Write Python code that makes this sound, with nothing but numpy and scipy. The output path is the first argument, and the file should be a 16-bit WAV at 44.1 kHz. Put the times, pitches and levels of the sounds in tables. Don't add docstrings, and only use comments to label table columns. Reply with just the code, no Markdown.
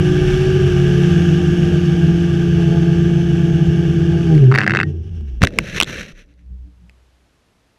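import sys
import numpy as np
from scipy import signal
from scipy.fft import rfft, irfft, next_fast_len
from scipy.io import wavfile

SR = 44100
rng = np.random.default_rng(int(sys.argv[2]) if len(sys.argv) > 2 else 0)


def dump_mix(stems):
    frames = np.atleast_2d(stems).T
    limited = np.clip(frames, -1, 1)
    pcm = np.round(limited * 32767).astype(np.int16)
    wavfile.write(sys.argv[1], SR, pcm)


def rack_gain(trim_db):
    fader = np.asarray(trim_db, float)
    return 10 ** (fader / 20)


N = 343098
T = np.arange(N) / SR
POWERED = np.clip((4.38 - T) / 0.033, 0, 1)

# (time [s], hiss level [dB])
WASH = [(0, -29.5), (0.3, -28), (0.6, -29.5), (1.0, -28.5), (1.5, -31), (2.3, -33), (4.36, -35.5),
        (4.5, -39.5), (4.83, -55), (4.87, -51.5), (4.94, -59), (5.04, -57), (5.12, -57), (5.25, -58),
        (5.39, -60.5)]
# (time [s], peak [dB], panel ring [Hz], tick level [dB])
BLADE_STRIKES = [(4.5150, -15.5, 1135, -52), (4.5172, -15.5, 1102, -50), (4.5226, -10, 1190, -50.5),
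                 (4.5410, -8, 1508, -39.5), (4.5455, -22.5, 1500, -40), (4.5500, -5.5, 1950, -37.5),
                 (4.5537, -16.5, 1910, -9), (4.5580, -1.5, 1947, -30), (4.5615, -17.5, 1893, -22.5),
                 (4.5771, -6.5, 1420, -34), (4.5825, -20.5, 1500, -35.5), (4.5858, 3, 1689, -30),
                 (4.5935, -10, 1710, -29), (4.6000, -16.5, 1390, -40.5), (4.6058, -5, 1720, -34.5),
                 (4.6147, -9, 1737, -34.5), (4.6250, -13.5, 1640, -26.5), (4.6295, -14, 1500, -30.5),
                 (4.6348, -9.5, 1650, -35.5), (4.6428, -12.5, 1416, -40.5), (4.6645, -4.5, 1500, -30.5),
                 (4.6768, 1, 1675, -32.5), (4.686, -19.5, 1450, -38), (4.6960, -8.5, 1443, -36.5),
                 (4.7069, -4, 1654, -36), (4.7190, -8.5, 1480, -34.5), (4.7367, -5.5, 1420, -33.5),
                 (4.7493, -2.5, 1500, -34.5), (4.7597, -6.5, 1500, -37), (4.7709, -5, 1527, -35),
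                 (4.7893, -7, 1500, -33.5), (4.8009, -3.5, 1524, -35.5), (4.8121, -6, 1500, -38),
                 (4.8314, -6, 1500, -32.5)]


def in_time(rows, fade_s=0.035):
    s, *columns = np.transpose(rows)
    since_start = T - s[0] + (s[0] < .01)
    gate = np.clip(np.minimum(since_start, s[-1] - T) / fade_s + 1, 0, 1)
    return gate, [np.interp(T, s, c) for c in columns]


def lift_db(modes, hz):
    return sum(db / (1 + (2 * (hz - centre_hz) / width) ** 2) for centre_hz, width, db in modes)


def colour(x, spectrum, modes=()):
    size = next_fast_len(N)
    hz = np.maximum(np.fft.rfftfreq(size, 1 / SR), 1)
    points = np.array(spectrum)
    shape_db = np.interp(np.log(hz), np.log(points[:, 0]), points[:, 1], left=-90, right=-120)
    out = irfft(rfft(x, size) * rack_gain(shape_db + lift_db(modes, hz)), size)[:N]
    return out / out.std()


def drift(rate):
    r = np.exp(-80 * np.pi * rate / SR)
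    slow = signal.lfilter([1], [1, -2 * r, r * r], rng.standard_normal(N // 40 + 2002))[2000:]
    return np.interp(np.arange(N) / 40, np.arange(len(slow)), slow / slow.std())


def ring(clicks, hz, t60):
    r, w = rack_gain(-60 / (t60 * SR)), 2 * np.pi * hz / SR
    return signal.lfilter([0, np.sin(w)], [1, -2 * r * np.cos(w), r * r], clicks + 1e-18)


def swell(s, db, rise, fade):
    return rack_gain(db - np.where(T < s, rise * (s - T), fade * (T - s)))


def preamp_hiss():
    # (frequency [Hz], density [dB per Hz])
    hiss_floor = [(20, -4), (60, 1), (150, -1.5), (400, -6.5), (1000, -12), (3000, -16.5), (6000, -22.5),
                  (8000, -26.5), (12000, -30), (15800, -56)]
    # (time [s], level [dB])
    gain_recovery = [(6.3, -7.5), (6.95, 1.3)]
    level_db = -62 + np.interp(T, *np.transpose(gain_recovery))
    return rack_gain(level_db) * colour(rng.standard_normal(N), hiss_floor)


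def stall():
    # (time [s], level [dB])
    shudder = [(6.25, -55), (6.43, -45.5), (6.52, -30.5), (6.63, -35), (6.73, -48.5), (6.84, -44.5),
               (6.93, -50.5), (7.3, -62), (7.6, -75.5)]
    # (time [s], third overtone [dB], rattle [dB])
    shaft_catches = [
        (6.3, -60, -56),
        (6.42, -55, -62),
        (6.53, -44.5, -68),
        (6.68, -50, -51.5),
        (6.845, -47.5, -76),
    ]
    catch_db_per_s = 280
    gate, (db,) = in_time(shudder)
    phase = 2 * np.pi * 62 * T
    third = sum(swell(s, third_db, catch_db_per_s, catch_db_per_s) for s, third_db, _ in shaft_catches)
    rattle = sum(swell(s, rattle_db, catch_db_per_s, catch_db_per_s) for s, _, rattle_db in shaft_catches)
    rumble = colour(rng.standard_normal(N), [(20, -9), (40, 8), (130, 2), (260, -22), (500, -23.0)])
    tones = rack_gain(db) * (np.sin(phase) + 0.032 * np.sin(2 * phase) + 0.22 * rumble)
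    tones += third * np.sin(2.95 * phase + drift(11))
    tones += rattle * np.sin(2 * np.pi * 288 * T + drift(8.2))
    return gate * np.sqrt(2) * tones


def snow():
    # (start [s], fullest [s], slowing [s], stop [s], crunch level [dB])
    snow_slides = [
        (5.47, 5.68, 5.8, 5.84, -35),
        (5.84, 5.875, 6.01, 6.1, -33),
        (6.03, 6.095, 6.122, 6.135, -46),
        (6.12, 6.155, 6.185, 6.2, -53),
        (6.17, 6.195, 6.22, 6.255, -52),
        (6.24, 6.29, 6.325, 6.36, -67),
        (6.36, 6.385, 6.41, 6.47, -68),
    ]
    # (from [s], to [s], level [dB])
    snow_crushes = [
        (5.405, 5.422, -45),
        (5.42, 5.426, -24),
        (5.427, 5.435, -13),
        (5.443, 5.455, -15),
        (5.457, 5.492, -45),
        (5.742, 5.769, -34),
        (5.76, 5.789, -25.5),
        (5.274, 5.303, -56.5),
    ]
    # (time [s], level [dB], fade [dB per s])
    digging_in = [
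        (5.448, -15, 498),
        (5.5, -33, 150),
        (5.54, -29, 250),
        (5.58, -27.5, 62.5),
        (5.76, -31.5, 129),
        (6.13, -52, 46.5),
    ]
    # (frequency [Hz], density [dB per Hz])
    crunch_spectrum = [(700, -15), (900, -17), (1300, -5.5), (1700, 3.5), (2500, -2), (3300, -8),
                       (4000, -11), (4800, -20.5), (6000, -17.5), (7000, -22), (9000, -26.5), (12000, -25),
                       (15800, -74)]
    # (frequency [Hz], density [dB per Hz])
    rub_spectrum = [(8.8, -36.5), (15, -3.5), (123, -4.5), (183, 0), (276, -13), (333, -9.5), (567, -12.5),
                    (771, -31), (900, -33.5), (1170, -58), (1980, -120)]

    edge = -21
    sliding = 0
    for start, fullest, slowing, stop, db in snow_slides:
        shape_db = np.interp(T, [start, fullest, slowing, stop], [edge, 0, 0, edge], left=-99, right=-99)
        sliding = sliding + rack_gain(db + shape_db)
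    digging = sum(swell(s, db, rise=650, fade=fade) for s, db, fade in digging_in)
    digging = digging * np.clip((6.5 - T) / .05, 0, 1)

    sizes = rack_gain(3.5 * np.minimum(rng.exponential(1, N), 4)) * rng.choice([-1, 1], N)
    breaks = sizes * (rng.random(N) < 5000 / SR)
    grains = colour(breaks + 0.12 * rng.standard_normal(N), crunch_spectrum,
                    [(2670, 230, 5.1), (4000, 600, 5.5), (5900, 1300, 11.0)])
    pressed = sum(rack_gain(db) * np.clip(np.minimum(T - a, b - T) / 0.0051, 0, 1) for a, b, db in snow_crushes)
    crunch = (sliding * rack_gain(0.04 + 1.8 * drift(60) + 0.6 * drift(10)) + pressed) * grains
    rub_gain = np.maximum(digging, sliding * rack_gain(2.5)) * rack_gain(drift(27))
    return crunch + rub_gain * colour(rng.standard_normal(N), rub_spectrum)


def thumps():
    # (time [s], level [dB], frequency [Hz], t60 [s], direction [sign])
    body_blows = [(5.411, -13, 130.4, .03, -1), (5.4173, -6, 172, 0.07, 1), (5.4306, 1.5, 131.8, 0.023, -1),
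                  (5.4337, 11.5, 85.5, 0.016, 1), (5.4382, -4.5, 691, 0.013, 1),
                  (6.13, -35.5, 32.6, 0.59, -1), (5.587, -13, 247, .03, 1), (5.825, -13, 316, 0.041, -1),
                  (5.832, -17, 330, .03, 1), (5.777, -19, 402, .03, 1), (5.893, -23, 254, .06, 1),
                  (4.832, -29, 1870, .12, 1), (5.589, -15, 1450, .014, 1)]
    out, t = np.zeros(N), np.arange(int(.15 * SR)) / SR
    for s, db, hz, t60, direction in body_blows:
        i = int(s * SR)
        out[i:i + len(t)] += np.sign(direction) * rack_gain(db - 60 * t / t60) * np.sin(2 * np.pi * hz * t)
    return out


def knocks(rows, contact_ms, ring_ms, shell_db, chatter_ms, rough, longest_s, overtones, clean, sag):
    # (frequency [Hz], level [dB], t60 [s])
    shell_modes = [(596, -26.5, 0.018), (773, -25.5, 0.091), (1190, -14.5, .008), (1500, -8.5, 0.017),
                   (1880, -32, 0.1), (2100, -2, 0.0082), (2630, -7.5, 0.014), (3680, -20.5, 0.014),
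                   (4364, -21, 0.0085), (5500, -35, 0.014), (7400, -31, 0.0079), (12300, -29, 0.003)]
    contact_s = .00004
    out, t = np.zeros(N), np.arange(int(.12 * SR)) / SR
    rise = 1 - np.exp(-(t / 0.0004) ** 2)
    shape = rise * np.where(t < contact_ms / 1000, 1, np.exp(-(t * 1000 - contact_ms) / ring_ms))
    clean_click = clean * np.exp(-((t - .0003) / contact_s) ** 2) / (1.9 * contact_s * SR)
    luck = rng.standard_normal((len(rows), len(shell_modes) + 1 + len(t)))
    for (s, db, hz, top_db), draw in zip(rows, luck):
        noise = draw[len(shell_modes):]
        panel = np.sin(2 * np.pi * hz * (t + sag * t * np.exp(-t / 0.0016)))
        second = np.sin(2 * np.pi * (2.3 + .08 * draw[2]) * hz * t + draw[0])
        third = np.sin(2 * np.pi * (3.4 + 0.18 * draw[3]) * hz * t + draw[1])
        panel += overtones * (second + 0.42 * third)
        panel *= 1 + rough * signal.lfilter([.2], [1, -.8], noise[1:])
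        tick = np.diff(noise) * np.exp(-t / 0.0013)
        tick = rack_gain(top_db + 10.0) * signal.lfilter([.3], [1, -.7], tick)
        chatter = 0.18 * noise[1:] * np.exp(-1000 * t / chatter_ms) * (1 - np.clip(clean, 0, 1)) + clean_click
        shell = 0
        for (mode_hz, mode_db, t60), z in zip(shell_modes, draw):
            shell = shell + rack_gain(mode_db + shell_db + 2.7 * z) * ring(chatter, mode_hz, min(t60, longest_s))
        i = int(s * SR)
        out[i:i + len(t)] -= rack_gain(min(db, 3) + 2.0) * (shape * panel + tick + shell)
    return signal.sosfilt(signal.butter(2, 9000, fs=SR, output="sos"), out)


def cracks():
    # (time [s], peak [dB], panel ring [Hz], tick level [dB])
    plastic_cracks = [(5.4191, -9.5, 1560, -28), (5.4314, -9.5, 2035, -16), (5.4360, 4, 1350, -13),
                      (5.4715, -7, 1690, -21), (5.5060, -38, 1346, -13), (5.5233, -42.5, 2064, -22),
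                      (5.5378, -34.5, 1620, -20.5), (5.5872, 6, 2205, -28), (5.8012, 10, 2540, -17),
                      (5.8119, -0.5, 2560, -31), (5.8248, -7.5, 3050, -20), (5.8315, -6.5, 3250, -9),
                      (5.8437, -21.5, 3386, -22.5), (6.0290, -32.5, 2360, -12), (5.8753, -26, 1930, -14),
                      (5.8967, -27.5, 1600, -6), (5.9446, -27, 2740, -14), (5.987, -31, 2700, -18),
                      (6.0848, -43, 5100, -17), (6.198, -47.5, 2690, -14), (6.261, -59.5, 5500, -11),
                      (6.339, -61.5, 4000, -7), (6.462, -61, 1800, -16), (5.093, -52, 2706, -20),
                      (5.114, -50.5, 2600, -16), (5.299, -50.5, 2900, -13.5), (6.8957, -43, 2290, -10),
                      (4.21, -28, 1400, -25), (4.3507, -28.5, 1815, -6), (4.357, -34, 2400, -7),
                      (4.367, -33.5, 2800, -10), (4.379, -29, 2080, -16), (4.44, -31, 1885, -21)]
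    return knocks(plastic_cracks, contact_ms=0.83, ring_ms=0.66, shell_db=-6.0, chatter_ms=1.5, rough=1.0,
                  longest_s=0.013, overtones=0.33, clean=0.073, sag=0.27)


def blade_beats():
    return knocks(BLADE_STRIKES, contact_ms=0.8, ring_ms=0.9, shell_db=-2.0, chatter_ms=2.2, rough=.08,
                  longest_s=.11, overtones=.04, clean=.6, sag=.1)


def turbulence(near_phase, whine_phase):
    # (time [s], buffeting level [dB])
    wind_levels = [(0, -21.5), (.24, -18), (1.0, -24.5), (1.92, -30.5), (4.3, -31), (4.38, -24.5),
                   (4.69, -46), (5.05, -42.5), (5.2, -27), (5.39, -30.5)]
    # (frequency [Hz], density [dB per Hz])
    buffet_spectrum = [(7.1, -52), (12, -15.5), (48, 7.5), (70, -2), (91, -22), (150, -120)]
    # (frequency [Hz], density [dB per Hz])
    shake_spectrum = [(50, -23), (85, 1.5), (120, 8.5), (150, 4), (200, 2.5), (235, 3), (270, -31.5),
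                      (310, 5.5), (420, -5.5), (480, -14.5), (560, -27.5), (900, -33.5)]
    # (frequency [Hz], density [dB per Hz])
    hiss_spectrum = [(430, -23), (500, -2.5), (560, -23), (1000, -15), (2050, -16.5), (3400, -12),
                     (3900, -21.5), (6500, -21), (6900, -29.5), (11000, -34.5), (14000, -44.5),
                     (15800, -71)]
    # (frequency [Hz], width [Hz], lift [dB])
    housing_modes = [(640, 79, 19), (790.3, 80, 17), (1031, 65, -10), (1190, 78, 10), (1619, 340, 17),
                     (2070, 100, -2), (2253, 47, 8.5), (2857, 660, 9.5), (4400, 140, -0.5), (5560, 840, 5),
                     (7440, 510, 7.5), (10100, 900, 2.5)]
    # (frequency [Hz], width [Hz], lift [dB])
    side_on_modes = [(1620, 500, -5), (2750, 400, 1.5), (5600, 1200, 5), (10000, 2000, 4)]

    white = rng.standard_normal((3, N))
    gate, (buffet_db,) = in_time(wind_levels)
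    buffet = rack_gain(buffet_db - 4.5 + 0.9 * drift(6)) * colour(white[0], buffet_spectrum)

    first_s, last_s = BLADE_STRIKES[0][0], BLADE_STRIKES[-1][0]
    shake_db = -28.5 + 2.5 * np.clip((T - first_s) / 0.11, 0, 1)
    shake_db -= 4.5 * np.clip((T - last_s) / 0.064, 0, 1)
    shake_db -= 33.5 * np.maximum(T - last_s, 0)
    shake = rack_gain(shake_db + 3 + 1.4 * drift(5.2)) * colour(
        white[1], shake_spectrum, [(215, 16, 4.5), (300, 40, -3.0), (392, 20, 4.1)])

    chop = 1 + 0.24 * np.sin(near_phase) + 0.13 * np.sin(whine_phase) + 0.055 * np.sin(near_phase / 2)
    chopped = colour(white[2] * chop, hiss_spectrum, housing_modes)
    side_on = colour(white[2], hiss_spectrum, housing_modes + side_on_modes)
    hiss_db = np.interp(T, *np.transpose(WASH)) - 1.0 + 0.62 * drift(30) + 2.3 * drift(12) * (T > 4.87)
    hiss = rack_gain(hiss_db) * np.where(T < 4.87, chopped, side_on)
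    return gate * (buffet + shake + hiss)


def motor_whine(whine_phase):
    # (time [s], level [dB])
    drive_levels = [(0.3, -32), (0.4, -18), (0.6, -19), (0.7, -36), (1.5, -31), (1.65, -23), (1.95, -25),
                    (2.1, -32), (2.35, -21), (2.9, -18), (3.2, -28), (4.2, -20)]
    poles = rack_gain(-23 + 2 * drift(4) - 10 * (T < 1.05)) * np.sin(42 * whine_phase + 1.5 * drift(8))
    drive_db = np.interp(T, *np.transpose(drive_levels)) + drift(3)
    drive = rack_gain(drive_db) * np.sin(2 * np.pi * 4545 * T + 25 * drift(1.5))
    return POWERED * rack_gain(np.interp(T, *np.transpose(WASH))) * (poles + drive)


def rotor(rows, start_turn, unbalance_db, trim_db, octave_db):
    # (frequency [Hz], level [dB])
    octave_path = [(140, -34.5), (200, -21.5), (230, -24), (256, -51), (284, -41), (305, -21.5),
                   (342, -24.5), (374, -18)]
    # (multiple of blade rate [ratio], level re blade tone [dB])
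    upper_orders = [(1.5, -38.5), (2.5, -37), (3, -26), (4, -36.5), (5, -42)]
    # (frequency [Hz], width [Hz], lift [dB])
    frame_modes = [(399.5, 56, 15.5), (222, 17, 21), (516, 41, -10), (664, 38, 10), (811, 65, 17)]

    gate, (hz, blade_db) = in_time(rows)
    steady = 2 * np.pi * (start_turn + np.cumsum(hz) / SR)
    phase = steady + 2 * np.pi * np.cumsum(.15 * drift(6)) / SR
    octave_db = octave_db + np.interp(2 * hz, *np.transpose(octave_path))
    octave_db = octave_db - 31 * np.maximum(T - 4.45, 0)
    shaft_db = unbalance_db + 60 * np.log10(hz / 170) + 2.2 * drift(10.0) - 14 * (1 - POWERED)
    tones = rack_gain(blade_db) * np.sin(phase)
    tones += rack_gain(octave_db) * np.sin(2 * phase + 1)
    tones += rack_gain(shaft_db) * np.sin(phase / 2)
    unsteady_db = 3.73 * drift(12.0) * POWERED - 14 * np.clip(T - 4.6, 0, .5)
    for order, db in upper_orders:
        order_db = np.minimum(blade_db, -12 if order > 3 else 0) + db
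        order_db = order_db + lift_db(frame_modes, order * hz) + unsteady_db
        tones += rack_gain(order_db) * np.sin(order * phase)
    return np.sqrt(2) * gate * rack_gain(trim_db + 0.4 * drift(6.4)) * tones, steady


def flight():
    # (time [s], blade rate [Hz], blade tone [dB])
    near_flying = [(0.0, 179.2, -17), (0.27, 182.5, -26), (0.47, 186.9, -28), (0.72, 180.2, -22.5),
                   (0.97, 177.8, -17.5), (1.17, 173, -13.5), (1.4, 175.5, -17), (1.82, 174.5, -17.5),
                   (2.1, 170.1, -13.5), (2.38, 172.4, -17), (2.62, 169.4, -15), (2.85, 170, -14.5),
                   (3.23, 171.8, -16), (3.42, 169.1, -16), (3.8, 170.8, -16), (3.95, 168.9, -16.5),
                   (4.24, 169.6, -16.5)]
    near_failing = [(4.341, 156.5, -8), (4.47, 126.8, -8.5), (4.62, 101, -32), (4.8, 95, -27),
                    (5.0, 80.8, -23), (5.2, 68.5, -57)]
    slow_flying = [(0.0, 152.5, -18), (0.2, 151.7, -19), (0.51, 143.5, -18.5), (0.68, 142.2, -16),
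                   (0.8, 141, -21), (1.0, 141, -44), (1.1, 145.3, -28), (1.28, 150, -18),
                   (1.55, 148.5, -21.5), (1.87, 145.6, -21), (2.15, 149, -22.5), (2.4, 141.4, -19.5),
                   (2.9, 141.2, -19.5), (3.12, 142.8, -21), (3.45, 141.2, -20), (3.7, 141.4, -20.5),
                   (3.9, 142.7, -22.5), (4.17, 142.5, -22)]
    slow_failing = [(4.3, 130.1, -27.5), (4.46, 127.9, -12.5), (4.52, 133.1, -10), (4.62, 144, -25.5),
                    (4.85, 131, -34), (4.949, 116.4, -45), (5.06, 95.4, -29), (5.25, 72, -24.5),
                    (5.39, 54.1, -24.5)]
    whining_flying = [(0.0, 132.9, -21.5), (0.3, 133.1, -20), (0.58, 129.5, -18.5), (0.78, 139, -16),
                      (1.0, 142.7, -13), (1.15, 154.6, -15), (1.3, 155.5, -19.5), (1.78, 155, -17),
                      (1.92, 151.7, -17.5), (2.06, 154.4, -17.5), (2.22, 148.6, -18.5), (2.42, 146.4, -31),
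                      (2.62, 148.6, -18.5), (2.85, 151.1, -17.5), (3.23, 147.7, -21.5), (3.65, 154, -16),
                      (3.87, 151.8, -20), (4.2, 154, -18)]
    whining_failing = [(4.277, 148.4, -48.5), (4.45, 141.2, -35), (4.62, 148.9, -32), (4.73, 170.6, -40),
                       (4.89, 147.8, -19.5), (4.97, 131.5, -41), (5.14, 166.7, -33.5), (5.24, 149.1, -57)]

    near, near_phase = rotor(near_flying + near_failing, start_turn=0.087, unbalance_db=-27.5,
                             trim_db=-0.07, octave_db=1.86)
    slow, _ = rotor(slow_flying + slow_failing, start_turn=.4, unbalance_db=-31.5,
                    trim_db=0.1, octave_db=-4.0 + 22.0 * (T > 5.21))
    whining, whine_phase = rotor(whining_flying + whining_failing, start_turn=.7, unbalance_db=-27.5,
                                 trim_db=-0.7, octave_db=-12.5 + 12.0 * (T > 4.56) * (T < 4.9))
    return near + slow + whining + turbulence(near_phase, whine_phase) + motor_whine(whine_phase)


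def scene():
    crash = thumps() + cracks() + blade_beats()
    return (preamp_hiss() + stall() + snow() + crash + flight())[None]


def roll_off(x):
    return signal.sosfilt(signal.butter(12, 15800, fs=SR, output="sos"), x)


def record(dry):
    low = signal.sosfilt(signal.butter(2, 220, fs=SR, output="sos"), dry)
    bent = dry + .2 * signal.sosfilt(signal.butter(2, 30, "high", fs=SR, output="sos"), low ** 2)
    full = .98 * np.tanh((np.abs(bent) / .98) ** 3) ** (1 / 3) * np.sign(bent)
    full = signal.sosfilt(signal.cheby2(8, 40, 15600, fs=SR, output="sos"), full)
    return roll_off(full)


dry = scene()
out = record(dry)
dump_mix(out)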